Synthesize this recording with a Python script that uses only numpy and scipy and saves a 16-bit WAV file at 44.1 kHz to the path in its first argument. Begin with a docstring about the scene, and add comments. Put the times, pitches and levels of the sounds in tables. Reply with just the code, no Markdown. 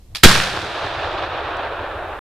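"""A flintlock fires once in a brushy clearing: the lock snaps, the priming flares, the charge goes off.
The close blast overloads the microphone, booms in an open truck and scatters off the brush.
Single trunks slap back, the edge of the clearing thuds, and the woods return a long, darkening roll.
The gun ticks faintly as it is lowered. Light wind and hiss lie underneath until the sound cuts off."""
import sys
import numpy as np
from scipy import signal
from scipy.fft import rfft, irfft, next_fast_len
from scipy.io import wavfile
from scipy.ndimage import uniform_filter1d, map_coordinates

SR = 44100
rng = np.random.default_rng(int(sys.argv[2]) if len(sys.argv) > 2 else 0)


def pcm_store(signal):
    """Save signal as 16-bit PCM."""
    levels = np.round(np.clip(np.atleast_2d(signal), -1, 1) * 32767)
    wavfile.write(sys.argv[1], SR, levels.astype(np.int16).T)


N = 105840
SHOT_S, END_S = 0.2346, 2.192

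# tone of the muzzle blast (frequency [Hz], level [dB])
BLAST_TONE = [(40, -6.5), (140, -3), (230, -12.5), (350, 10.5), (480, -8), (700, -8.5), (1000, -12),
              (1500, 2), (2000, -4), (2600, -1), (5000, -7.5), (9000, -18.5), (15000, -20.5)]
# stereo image of the blast (frequency [Hz], left-right likeness [0-1])
BLAST_LIKENESS = [(60, 0.2), (250, 0.83), (630, 1), (1400, .97), (2800, .6), (5000, 1), (14000, 0.91)]
# flint strikes and scrapes the steel, the pan flies open (time [s], level [dB], t60 [s])
LOCK_STRIKES = [(.1495, -22.5, 0.03), (0.1566, -22.5, .05), (0.167, -26.5, .04), (.181, -39.5, 0.28)]
# ring of the lock's steel (frequency [Hz], width [Hz], boost [dB])
STEEL_MODES = [(1245, 92, 5), (1740, 60, 9.5), (2450, 150, 2), (3400, 110, 7), (4000, 120, 7.5),
               (4370, 200, 3), (5060, 200, 7.5), (9030, 150, 3.5)]
# tone of the flint's scrape and the priming's flare (frequency [Hz], level [dB])
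SCRAPE_TONE = [(200, -20), (800, -9), (1500, -7.5), (2700, -2), (4900, -2), (6200, -11.5), (9000, -12.5),
               (14000, -18.5)]
# tick of the gun being lowered (time [s], level [dB], t60 [s])
HANDLING_TICKS = [(1.568, -45, .025)]
# thin, bright tone of that tick (frequency [Hz], level [dB])
TICK_TONE = [(2000, -13), (5800, 5), (8300, -1), (10000, -13), (14000, -20)]
# hollow tone of the open truck (frequency [Hz], level [dB])
BOOM_TONE = [(30, -24.5), (62, -22), (90, -5), (120, -3.5), (145, -2), (190, -4), (230, -15.5),
             (350, -17.5), (480, -30.5), (2000, -72)]
# tone of the scatter off the brush (frequency [Hz], level [dB])
BRUSH_TONE = [(60, -17.5), (150, -14.5), (260, -7.5), (500, -5), (1000, -6), (1650, 1.5), (2000, -3.5),
              (2400, -1.5), (2900, -3.5), (3600, -1), (5200, -3.5), (7000, -9.5), (10000, -13),
              (14000, -22)]
# initial decay of that scatter (frequency [Hz], t60 [s])
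BRUSH_DECAY = [(100, 0.62), (400, .46), (1200, 0.57), (3500, 0.47), (7000, 0.39), (14000, 0.33)]
# slapbacks from trunks and thickets (time [s], level [dB], centre frequency [Hz])
TRUNK_SLAPS = [(0.2996, 0, 1503), (.3130, 0.5, 1280), (0.357, -4.5, 1220), (.4014, -3.5, 2430),
               (.4021, -4, 1870), (0.4861, -18, 1216), (0.574, -12, 1100), (1.2427, -13, 898),
               (1.3236, -17.5, 1094)]
# tone of the bark's roughness in each slap (frequency [Hz], level [dB])
BARK_TONE = [(500, 8), (2500, 4), (5000, -13.5), (12000, -21.5)]
# echoes from the edge of the clearing (time [s], level [dB], t60 [s])
EDGE_THUDS = [(.535, -28.5, 0.25), (.573, -24.5, 0.06), (.628, -32.5, 0.45), (.82, -31.5, 0.15)]
# dull tone of those echoes (frequency [Hz], level [dB])
THUD_TONE = [(40, -11), (100, 2.5), (200, -3.5), (330, 2), (750, -0.5), (1500, -10.5), (4000, -29.5),
             (10000, -60)]
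# envelope of the roll from the woods, before air loss (time [s], level [dB])
ROLL_LEVEL = [(.25, -24.5), (.55, -26.5), (.66, -28), (.77, -25), (.86, -23), (.92, -26), (1.02, -21.5),
              (1.13, -23.5), (1.23, -21.5), (1.27, -24), (1.4, -23), (1.6, -22.5), (1.75, -25),
              (1.87, -24.5), (2.0, -27), (2.18, -27)]
# tone of the roll, before air loss (frequency [Hz], level [dB])
ROLL_TONE = [(40, -25.5), (120, -21), (210, -29), (330, -3.5), (450, -4), (620, 1), (1000, -2),
             (1650, -2.5), (2100, -10), (2500, -5.5), (3000, -8), (3700, -4), (5000, -13), (7000, -23.5),
             (10000, -27.5), (14000, -40.5)]
# how the air darkens the roll (frequency [Hz], loss [dB/s])
ROLL_LOSS = [(100, 1), (600, -0.5), (1500, 1), (3000, 6), (5000, 13.5), (8000, 20), (14000, 36.5)]
# envelope of the rumble under the roll, before it darkens (time [s], level [dB])
RUMBLE_ENVELOPE = [(.3, -40.5), (.55, -36.5), (.76, -41), (.85, -32), (.92, -41), (.99, -30.5), (1.1, -34),
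                   (1.22, -35), (1.5, -36.5), (1.85, -36), (2.15, -38)]
# starting tone of the rumble (frequency [Hz], level [dB])
RUMBLE_TONE = [(25, -16), (50, -10), (75, -1.5), (105, 3), (150, -4), (220, -30), (600, -53)]
# darkening of the rumble; a negative loss swells (frequency [Hz], loss [dB/s])
RUMBLE_DARKENING = [(40, -6), (80, 5), (150, 9.5)]
# bass-heavy tone of the wind (frequency [Hz], level [dB])
WIND_TONE = [(20, -7), (45, 0), (80, -5.5), (140, -24), (300, -35.5), (900, -39), (3000, -69.5)]
# envelope of the background hiss (time [s], level [dB])
HISS_LEVEL = [(0, -53.5), (1.2, -55), (2.19, -49.5)]
# tone of the hiss (frequency [Hz], level [dB])
HISS_TONE = [(200, 12.5), (1500, -10.5), (4000, -8), (14000, -14.5)]
# stereo image of the hiss, wide on top (frequency [Hz], left-right likeness [0-1])
HISS_LIKENESS = [(300, .9), (2000, 0.55), (7000, .13)]
# stereo image of the other noise layers (frequency [Hz], left-right likeness [0-1])
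CLEARING_LIKENESS = [(100, 1), (500, 1), (1000, 0.9), (1800, 0.91), (3400, 0.7), (5000, 0.53), (7200, 0.66),
                     (14000, 0.38)]
# pan of every noise layer (frequency [Hz], left minus right [dB])
STEREO_BALANCE = [(100, -0.55), (500, -1.1), (1800, -0.16), (3600, -4), (5200, -1), (8000, 0), (13000, 0.5)]


def muzzle_blast():
    """The charge fires: a violent crack on the overloaded microphone's slow swing, down and back up."""
    crack = amp(14) * noise(BLAST_TONE, likeness=BLAST_LIKENESS) * decay(SHOT_S, t60=0.076)
    down_s, settle_s, settle_hz = 0.017, 0.055, 3.4
    t = since(SHOT_S)
    late = np.maximum(since(SHOT_S + down_s), 0)
    downswing = -0.9 * t / down_s * (t >= 0) * (late == 0)
    upswing = 1.09 * (late > 0) * np.exp(-late / settle_s) * np.cos(2 * np.pi * settle_hz * late)
    thump = -4.7 * bell(since(0.2594), width=0.00068)  # brief and low, within the overloaded blast
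    return crack + downswing + upswing + thump


def lock():
    """Each contact of the flint rings the lock's steel; then the priming flares up into the shot."""
    def steel(f):
        return 1 + sum((amp(db) - 1) * 1j * f * width / (hz * hz - f * f + 1j * f * width)
                       for hz, width, db in STEEL_MODES)

    t = since(SHOT_S)
    flare_db, rise_db_per_s = -11.5, 6511.5
    flare = noise(SCRAPE_TONE) * (t < 0) * amp(flare_db - rise_db_per_s * np.abs(t))
    return filtered(bursts(LOCK_STRIKES, SCRAPE_TONE), steel) + flare


def handling():
    """The gun gives a faint tick as it is lowered."""
    return bursts(HANDLING_TICKS, TICK_TONE)


def truck_boom():
    """The blast sets the hollow of the open load space booming briefly."""
    return amp(-14.5) * noise(BOOM_TONE) * decay(SHOT_S, t60=0.61)


def brush_scatter():
    """Dense, grainy reflections build up off nearby twigs and stems; the treble dies first."""
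    attack_s = 0.0062
    attack = 1 - np.exp(-np.maximum(since(SHOT_S), 0) / attack_s)
    scatter = noise(BRUSH_TONE, grain_db=2.5)
    return amp(-4) * attack * tail(scatter, lambda hz: 60 / along(BRUSH_DECAY, hz), knee_s=0.24)


def trunk_slaps():
    """Sharp single echoes: a cycle or two of pressure, roughened by the bark."""
    roughness = 0.3 * noise(BARK_TONE) * decay(SHOT_S, t60=1.8)  # farther returns are smoother
    slaps = 0
    for start_s, db, hz in TRUNK_SLAPS:
        cycles = hz * since(start_s)
        slaps = slaps + amp(db) * bell(cycles, width=0.69) * (np.cos(2 * np.pi * cycles) + roughness)
    return slaps


def edge_thuds():
    """The edge of the clearing throws the shot back as dull, smeared thuds."""
    return bursts(EDGE_THUDS, THUD_TONE)


def woods_roll():
    """Countless far echoes, duller the farther they have travelled, over a deep rumble."""
    roll = tail(noise(ROLL_TONE, grain_db=1.03), lambda hz: along(ROLL_LOSS, hz), patchy_db=0.6)
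    rumble = tail(noise(RUMBLE_TONE), lambda hz: along(RUMBLE_DARKENING, hz))
    flutter_db = 0.74 * wobble(60)
    return roll * amp(curve(ROLL_LEVEL) + flutter_db) + rumble * amp(curve(RUMBLE_ENVELOPE))


def wind():
    """A light, wavering bed of wind with one small gust just ahead of the shot."""
    gust_db = 13 * bell(since(0.13), width=0.04)
    return noise(WIND_TONE) * amp(-47 + gust_db + wobble(21))


def hiss():
    """A faint, wide hiss that lifts towards the end."""
    return noise(HISS_TONE, likeness=HISS_LIKENESS) * amp(curve(HISS_LEVEL))


def amp(db):
    """Decibels to gain."""
    return 10 ** (np.asarray(db) / 20)


def unit(x):
    """Scale to rms 1."""
    return x / np.sqrt(np.mean(x ** 2) + 1e-20)


def along(points, hz):
    """Read (frequency [Hz], value) points on a log frequency axis."""
    freqs, values = np.transpose(points)
    return np.interp(np.log(hz + 1), np.log(freqs + 1), values)


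def since(start_s):
    """Seconds since start_s, for each sample."""
    return (np.arange(N) - round(start_s * SR)) / SR


def curve(points):
    """An envelope through (time [s], value) points."""
    return np.interp(since(0), *np.transpose(points))


def bell(x, width):
    """A smooth swell and fall, peaking at x = 0."""
    return np.exp(-(x / width) ** 2)


def decay(start_s, t60):
    """A hard attack that dies away by 60 dB in t60 seconds."""
    t = since(start_s)
    return (t >= 0) * np.exp(-np.log(1000) * np.maximum(t, 0) / t60)


def wobble(rate):
    """Smooth random modulation, with rate points a second."""
    return map_coordinates(rng.standard_normal(N // 8), [np.arange(N) * rate / SR], mode="wrap")


def filtered(x, response):
    """Equalise x with the gain response(hz)."""
    size = next_fast_len(N + 8192)
    return irfft(rfft(x, size) * response(np.fft.rfftfreq(size, 1 / SR)), size)[..., :N]


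def noise(tone, grain_db=0, likeness=CLEARING_LIKENESS, envelope=1):
    """Stereo noise; tone sets its colour, not its level, and grain bunches it into tiny arrivals."""
    def mid_side_eq(hz):
        spread = np.arccos(np.clip(along(likeness, hz), -1, 0.995)) / 2
        gains = amp(along(tone, hz)) * np.array([np.cos(spread), np.sin(spread)])
        return unit(gains) / np.sqrt(2)

    white = rng.standard_normal((2, N)) * amp(grain_db * wobble(700))
    mid, side = filtered(unit(white) * envelope, mid_side_eq)
    stereo = np.array([mid + side, mid - side])
    return filtered(stereo, lambda hz: amp(along(STEREO_BALANCE, hz) * np.array([[0.5], [-0.5]])))


def bursts(hits, tone):
    """Noise hits of one tone, from rows of (time [s], level [dB], t60 [s])."""
    return noise(tone, envelope=sum(amp(db) * decay(start_s, t60) for start_s, db, t60 in hits))


def tail(x, loss, patchy_db=0, knee_s=np.inf):
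    """Open x at the shot; each band then loses loss(hz) dB a second, more slowly past the knee."""
    hz, t, bands = signal.stft(x, SR, nperseg=512)
    patches = uniform_filter1d(rng.standard_normal(bands.shape[1:]), size=7, axis=0)
    patches = unit(uniform_filter1d(patches, size=6, axis=1))  # random gain over frequency and time
    age = np.maximum(t - SHOT_S, 0)
    if np.isfinite(knee_s):
        age = knee_s * np.log1p(age / knee_s)
    gain = amp(patchy_db * patches - loss(hz)[:, None] * age)
    return signal.istft(bands * gain, SR, nperseg=512)[1][:, :N] * (since(SHOT_S) >= 0)


def scene():
    """Mix the gun, its echoes from near to far, and the background bed."""
    gun = lock() + muzzle_blast() + handling()
    echoes = truck_boom() + brush_scatter() + trunk_slaps() + edge_thuds() + woods_roll()
    return gun + echoes + wind() + hiss()


def record(dry):
    """The microphone overloads, the sound cuts off hard, and a steep low-pass trims the top."""
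    ceiling, hardness, top_hz = 0.97, 7, 14500
    saturated = dry / (1 + np.abs(dry / ceiling) ** hardness) ** (1 / hardness)
    return filtered(saturated * (since(END_S) < 0), lambda hz: 1 / (1 + (hz / top_hz) ** 80))


dry = scene()
out = record(dry)
pcm_store(out)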